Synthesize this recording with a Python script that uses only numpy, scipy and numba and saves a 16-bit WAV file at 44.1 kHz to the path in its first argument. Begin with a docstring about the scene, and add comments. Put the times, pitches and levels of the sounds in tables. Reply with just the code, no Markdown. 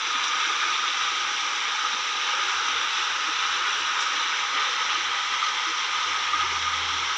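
"""Muddy floodwater races down a street and piles up against a post, a parasol and a chair, near a phone.
From the start, countless bubbles and drops merge into a steady rush; splashes and gulps of air stand out.
After two seconds come faint puffs of high hiss, and the current surges, easing again past five seconds.
Near the end a faint low drone swells, like a distant engine. It is all mono, thin and ringing."""
import sys
import numpy as np
from scipy import signal
from scipy.fft import rfft, irfft, next_fast_len
from scipy.io import wavfile
from scipy.ndimage import uniform_filter1d
from numba import njit

SR = 44100
rng = np.random.default_rng(int(sys.argv[2]) if len(sys.argv) > 2 else 0)


def output_pcm(signal):
    """Save a mono or channel-first signal as 16-bit PCM at the path in sys.argv[1].

    Samples are clipped to [-1, 1] before scaling.
    """
    pcm = np.clip(np.atleast_2d(signal).T, -1, 1) * 32767
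    wavfile.write(sys.argv[1], SR, np.round(pcm).astype(np.int16))


N = 316197
TIME = np.arange(N) / SR
FREQS = np.fft.rfftfreq(N, 1 / SR)


def undb(db):
    """Decibels to gain."""
    return 10 ** (np.asarray(db) / 20)


def unit(x):
    """Scale to rms 1."""
    return x / np.sqrt(np.mean(x ** 2))


def curves(table):
    """Automation curves, one value a sample, from rows that begin with time_s."""
    time_s, *columns = np.transpose(table)
    return [np.interp(TIME, time_s, column) for column in columns]


def walk(rate_hz):
    """Smooth random modulation at rms 1: levels held for 1 / rate_hz seconds, slewed twice."""
    hold = max(int(SR / rate_hz), 1)
    steps = np.repeat(rng.standard_normal(N // hold + 2), hold)[rng.integers(hold):][:N]
    return unit(uniform_filter1d(uniform_filter1d(steps, hold), hold))


def bell(centre_hz, width_hz):
    """A bell curve over FREQS, width_hz wide at half height."""
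    return 2 ** -((2 * (FREQS - centre_hz) / width_hz) ** 2)


def shape(x, gain):
    """Filter by a gain given for each of FREQS."""
    size = next_fast_len(N, True)
    return irfft(rfft(x, size) * np.interp(np.fft.rfftfreq(size, 1 / SR), FREQS, gain), size)[:N]


def sweep(x, centre_hz, gain_db, width_hz):
    """Lift or lower a narrow band around a moving centre."""
    carrier = np.exp(2j * np.pi * np.cumsum(centre_hz) / SR)
    narrow = signal.sosfiltfilt(signal.butter(2, width_hz / 2, fs=SR, output="sos"), x / carrier)
    return x + (undb(gain_db) - 1) * 2 * np.real(narrow * carrier)


def drone(bed_db=-76.5, flutter_db=-69.5, flutter_hz=30, waver_db=0.3, rumble_db=-13.5, rumble_hz=135):
    """A low hum over a little rumble creeps up in pitch; it flutters while faint and steadies when loud."""
    # swells of the hum: start_s, length_s, level_db, flutter_share (0-1)
    swells = [(.98, 0.22, -68, 0.4), (2.3, 1.6, -70.5, 0.9), (4.6, .7, -67, 0.1), (5.88, 0.28, -58.5, .15),
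              (6.258, 0.72, -47.5, 0)]
    # partials of the hum: pitch_ratio, level_db
    partials = [(1, -2), (1.5, -17), (3, -17.5)]
    steady, unsteady = undb(bed_db), undb(flutter_db)
    attack_s, release_s = 0.23, 0.18
    for start_s, length_s, level_db, flutter_share in swells:
        rise = np.clip((TIME - start_s) / attack_s, 0, 1)
        fall = np.clip(1 - (TIME - start_s - length_s) / release_s, 0, 1)
        swell = undb(level_db) * rise * fall
        steady = steady + (1 - flutter_share) * swell
        unsteady = unsteady + flutter_share * swell
    pitch_hz = np.interp(TIME, [0, 4.6], [77.5, 82.4])
    phase = 2 * np.pi * np.cumsum(pitch_hz) / SR
    hum = 0
    for ratio, level_db in partials:
        flutter = walk(flutter_hz) + 1j * walk(flutter_hz)  # shakes both level and phase
        partial = np.imag((np.sqrt(2) * steady + unsteady * flutter) * np.exp(1j * ratio * phase))
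        hum = hum + undb(level_db + waver_db * walk(rate_hz=11)) * partial
    rumble = shape(rng.standard_normal(N), FREQS ** 2 / (1 + (FREQS / rumble_hz) ** 5))
    return hum + undb(rumble_db) * unit(rumble) * np.hypot(steady, unsteady)


def puffs(centre_hz=15100, width_hz=1300, skirt_db=-11, fade_s=0.02):
    """Soft puffs of very high hiss, with a faint skirt below, swell and fade evenly."""
    # puffs of hiss: peak_s, level_db
    cues = [(2.04, -66), (2.475, -72), (2.845, -62)]
    spectrum = bell(centre_hz, width_hz) + undb(skirt_db) * (FREQS < centre_hz)
    hiss = unit(shape(rng.standard_normal(N), spectrum))
    return hiss * sum(undb(level_db) * np.exp(-np.abs(TIME - peak_s) / fade_s) for peak_s, level_db in cues)


def water_colour():
    """The EQ curve of the water as it comes through the phone's ringing microphone port."""
    # spectrum of the water: frequency_hz, density_db
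    spectrum = [(25, -51), (55, -42), (105, -35), (170, -32), (250, -20.5), (340, -14.5), (520, -11.5),
                (860, -3), (1500, 2.5), (1800, -2), (3750, -0.38), (6100, -14.5), (8100, -31),
                (11000, -55.5), (13200, -65.5), (15000, -65)]
    # resonances and notches of the port: centre_hz, width_hz, gain_db
    port = [(673, 175, -12.5), (798, 130, 1), (1107, 165, -1), (1226, 53.6, 8), (1279, 56, 7),
            (1790, 110, -0.5), (2340, 160, 0), (2546, 120, -1.5), (3770, 630, 0.5), (4440, 660, -7.5),
            (5850, 800, 8.5), (6700, 170, -6), (7190, 670, 6), (9160, 1000, 6.5), (11000, 300, -7.5),
            (11700, 700, 8), (15200, 1100, 10.5)]
    frequency_hz, density_db = np.transpose(spectrum)
    eq_db = np.interp(np.log(FREQS + 1), np.log(frequency_hz), density_db)
    for centre_hz, width_hz, gain_db in port:
        eq_db = eq_db + gain_db * bell(centre_hz, width_hz)
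    return unit(undb(eq_db))


def gulp(peak_s, pitch_hz, level_db, swell_s=0.026, rise_per_s=0.8, wobble=0.069, wobble_hz=110, rough_db=4):
    """A big, wobbling bubble rings up unevenly and dies away, its pitch rising."""
    age = TIME - peak_s
    glide_hz = pitch_hz * (1 + rise_per_s * age + wobble * walk(wobble_hz))
    envelope = undb(level_db + rough_db * walk(wobble_hz)) * np.exp(-(age / swell_s) ** 2)
    return envelope * np.sin(2 * np.pi * np.cumsum(glide_hz) / SR)


def splash(colour, start_s, pitch_hz, width_hz, level_db, decay_s, attack_s=0.0015):
    """A slap of water: a quick burst of noise around one pitch."""
    age = np.maximum(TIME - start_s, 0)
    noise = unit(shape(rng.standard_normal(N), np.sqrt(colour) * bell(pitch_hz, width_hz)))
    return undb(level_db) * noise * (1 - np.exp(-age / attack_s)) * np.exp(-age / decay_s)


def waves(colour):
    """Waves slap against the obstacles or softly swallow a pocket of air."""
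    # single splashes: start_s, pitch_hz, width_hz, level_db, decay_s
    splashes = [(0.239, 3500, 6800, -19, 0.0086), (0.278, 5900, 2000, -25.5, 0.0098),
                (0.395, 1270, 300, -26.5, 0.029), (0.44, 1520, 400, -25, 0.025),
                (0.599, 3000, 4000, -25.5, 0.016), (0.625, 1570, 400, -20.5, 0.018),
                (0.726, 3200, 2200, -26.5, 0.023), (0.832, 1300, 400, -24, 0.015),
                (0.877, 3400, 1500, -23, 0.014), (1.076, 1270, 250, -23.5, 0.014),
                (1.847, 1245, 250, -22.5, 0.016), (4.003, 6000, 4000, -32.5, 0.046),
                (4.562, 2200, 3000, -26, 0.042), (4.625, 1240, 300, -29, 0.026),
                (4.897, 3000, 2500, -25.5, 0.053), (5.426, 1250, 250, -20.5, 0.011),
                (5.684, 5400, 2000, -32, 0.013), (6.332, 1235, 250, -23, 0.013),
                (6.398, 3300, 1600, -24.5, 0.013)]
    # gulps of swallowed air: peak_s, pitch_hz, level_db
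    gulps = [(0.16, 258, -52), (0.53, 366, -46), (0.66, 344, -48), (1.199, 387, -48), (1.94, 258, -50),
             (2.251, 495, -47), (2.379, 516, -48), (2.49, 387, -45.5), (2.63, 344, -50), (3.0, 387, -49),
             (3.21, 366, -45), (3.29, 322, -46), (3.69, 409, -46.5), (4.191, 344, -48), (4.548, 279, -51),
             (4.59, 430, -46), (4.731, 430, -45), (4.98, 344, -48), (5.69, 358, -41), (5.71, 473, -44),
             (6.35, 301, -49), (6.46, 409, -46), (6.54, 390, -45.5), (6.94, 279, -49.5), (7.02, 344, -50)]
    return sum(splash(colour, *row) for row in splashes) + sum(gulp(*row) for row in gulps)


@njit
def ring(starts, pitch_hz, cycles, sizes, glide):
    """Damped sines that rise in pitch, as bubbles do on their way to the surface."""
    out = np.zeros(N)
    for k in range(len(starts)):
        length = int(cycles[k] * SR / pitch_hz[k]) + 2
        phase, level, decay = 0., sizes[k], np.exp(-5. 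/ length)
        for i in range(min(length, N - starts[k])):
            phase += 2 * np.pi * pitch_hz[k] / SR * (1 + glide * i / length)
            out[starts[k] + i] += level * np.sin(phase)
            level *= decay
    return out


def bubbles(count, low_hz, high_hz, cycles, spread_db, glide):
    """A cloud of bubbles ringing at random times, with equal power per Hz across its range."""
    when, pitch, life, strength = rng.random((count, 4)).T
    pitch_hz = low_hz * (high_hz / low_hz) ** pitch
    sizes = undb(-spread_db * np.log(np.maximum(strength, .004))) * pitch_hz
    cloud = ring((when * N).astype(np.int64), pitch_hz, cycles * (.5 + life), sizes, glide)
    return unit(cloud) * np.sqrt(2 * (high_hz - low_hz) / SR)  # as strong per Hz as white noise at rms 1


def rush(colour, level_db=-25.5, spray_hz=6000, churn_below_hz=530):
    """Far water blurs into hiss, near water is bubbles and drops; the mids surge with the current."""
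    # strength of the current: time_s, level_db
    current = [(0.0, -1.1), (0.41, 1), (1.3, -1), (1.64, -1), (1.94, -1.9), (2.22, -2.5), (2.31, 4),
               (2.9, -0.1), (2.96, 2.5), (3.22, -1), (3.46, 2.2), (4.23, 2.5), (4.44, 0), (4.61, 3),
               (5.16, 0.1), (6.48, -0.5), (6.57, -0.8), (7.17, 0)]
    # how far each size of bubble follows the current: centre_hz, follow (dB per dB)
    bands = [(450, -0.05), (900, 0.48), (1500, 0.88), (2300, 0.33), (3600, 0.1), (6000, 0.1), (9000, 0)]
    near = bubbles(count=26000, low_hz=594.3, high_hz=6457, cycles=43, spread_db=-0.16, glide=0.033)
    drops = bubbles(count=20000, low_hz=2060, high_hz=12200, cycles=2.4, spread_db=1.5, glide=0.05)
    glugs = bubbles(count=1100, low_hz=93, high_hz=645.4, cycles=34, spread_db=2.5, glide=0.12)
    far = rng.standard_normal(N)
    water = undb(-3) * far + undb(-6) * near + undb(-9) * drops + undb(-5) * glugs
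    flow_db = curves(current)[0] - 0.27 * walk(rate_hz=20)  # with a slight slosh
    fade_db = 0.3 * (TIME.mean() - TIME)  # fine spray dulls as the phone turns away from the post
    churn_db = 1.7 * walk(rate_hz=24)  # big bubbles come in rolls as the water tumbles over itself
    log_centres = np.log([centre_hz for centre_hz, _ in bands])
    out = 0
    for crossfade, (centre_hz, follow) in zip(np.eye(len(bands)), bands):
        band = shape(water, colour * np.interp(np.log(FREQS + 1), log_centres, crossfade))
        spray_share = centre_hz ** 2 / (centre_hz ** 2 + spray_hz ** 2)
        churn_share = 1 / (1 + (centre_hz / churn_below_hz) ** 4)
        flicker_db = 0.68 * walk(rate_hz=23.89)
        out = out + band * undb(follow * flow_db + spray_share * fade_db + churn_share * churn_db + flicker_db)
    return out * undb(level_db)


def reflections(x, dull_hz=6000, scatter_db=-25, sway_s=0.00018):
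    """One close and nine weak reflections comb the water; the combs slide as the phone moves."""
    # bounce off a surface close to the phone: time_s, lag_ms, level_db
    bounce = [(0, 0.82, -15.5), (2.2, 0.93, -30), (3.8, 0.69, -19), (4.2, 0.96, -22), (5.6, 0.923, -14),
              (7.17, 0.92, -12.5)]
    lag_ms, level_db = curves(bounce)
    dulled = shape(x, 1 / np.sqrt(1 + (FREQS / dull_hz) ** 4))
    out = x + undb(level_db) * np.interp(TIME - lag_ms / 1000, TIME, dulled, left=0)
    for lag_s in rng.uniform(0.00151, 0.008, 9):
        echo = np.interp(TIME - lag_s - sway_s * walk(rate_hz=1), TIME, x, left=0)
        out = out + undb(scatter_db) * echo
    return out


def swish(x):
    """A hollow ring shifts as the phone turns; a drifting notch makes the top phasey."""
    # hollow ring in the mids: time_s, centre_hz, gain_db
    hollow = [(0, 2320, 1.5), (0.9, 2370, 2), (1.6, 2300, 2), (2.3, 2730, 1), (3.9, 2600, 1),
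              (4.5, 2100, 1.5), (5.6, 2100, 2), (7.17, 2150, 0)]
    # notch in the top of the hiss: time_s, centre_hz, gain_db
    notch = [(0, 8660, -5.5), (1.1, 8650, -5), (1.55, 9000, -5), (1.95, 8600, -14), (2.4, 8800, -3),
             (3.0, 8700, -9), (3.8, 8950, -3), (4.08, 8950, -16), (4.35, 8500, -20), (4.65, 8550, -8),
             (5.0, 8700, -7), (7.17, 8800, -6.5)]
    ringing = sweep(x, *curves(hollow), width_hz=280)
    return sweep(ringing, *curves(notch), width_hz=700)


def scene():
    """Everything reaches one microphone; both channels carry the same sound."""
    colour = water_colour()
    flood = rush(colour) + waves(colour)
    mono = swish(reflections(flood)) + puffs() + drone()
    return np.array([mono, mono])


def record(dry):
    """The phone cuts the top steeply above 15.5 kHz."""
    return signal.sosfilt(signal.ellip(8, .2, 70, 15500, fs=SR, output="sos"), dry)


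dry = scene()
out = record(dry)
output_pcm(out)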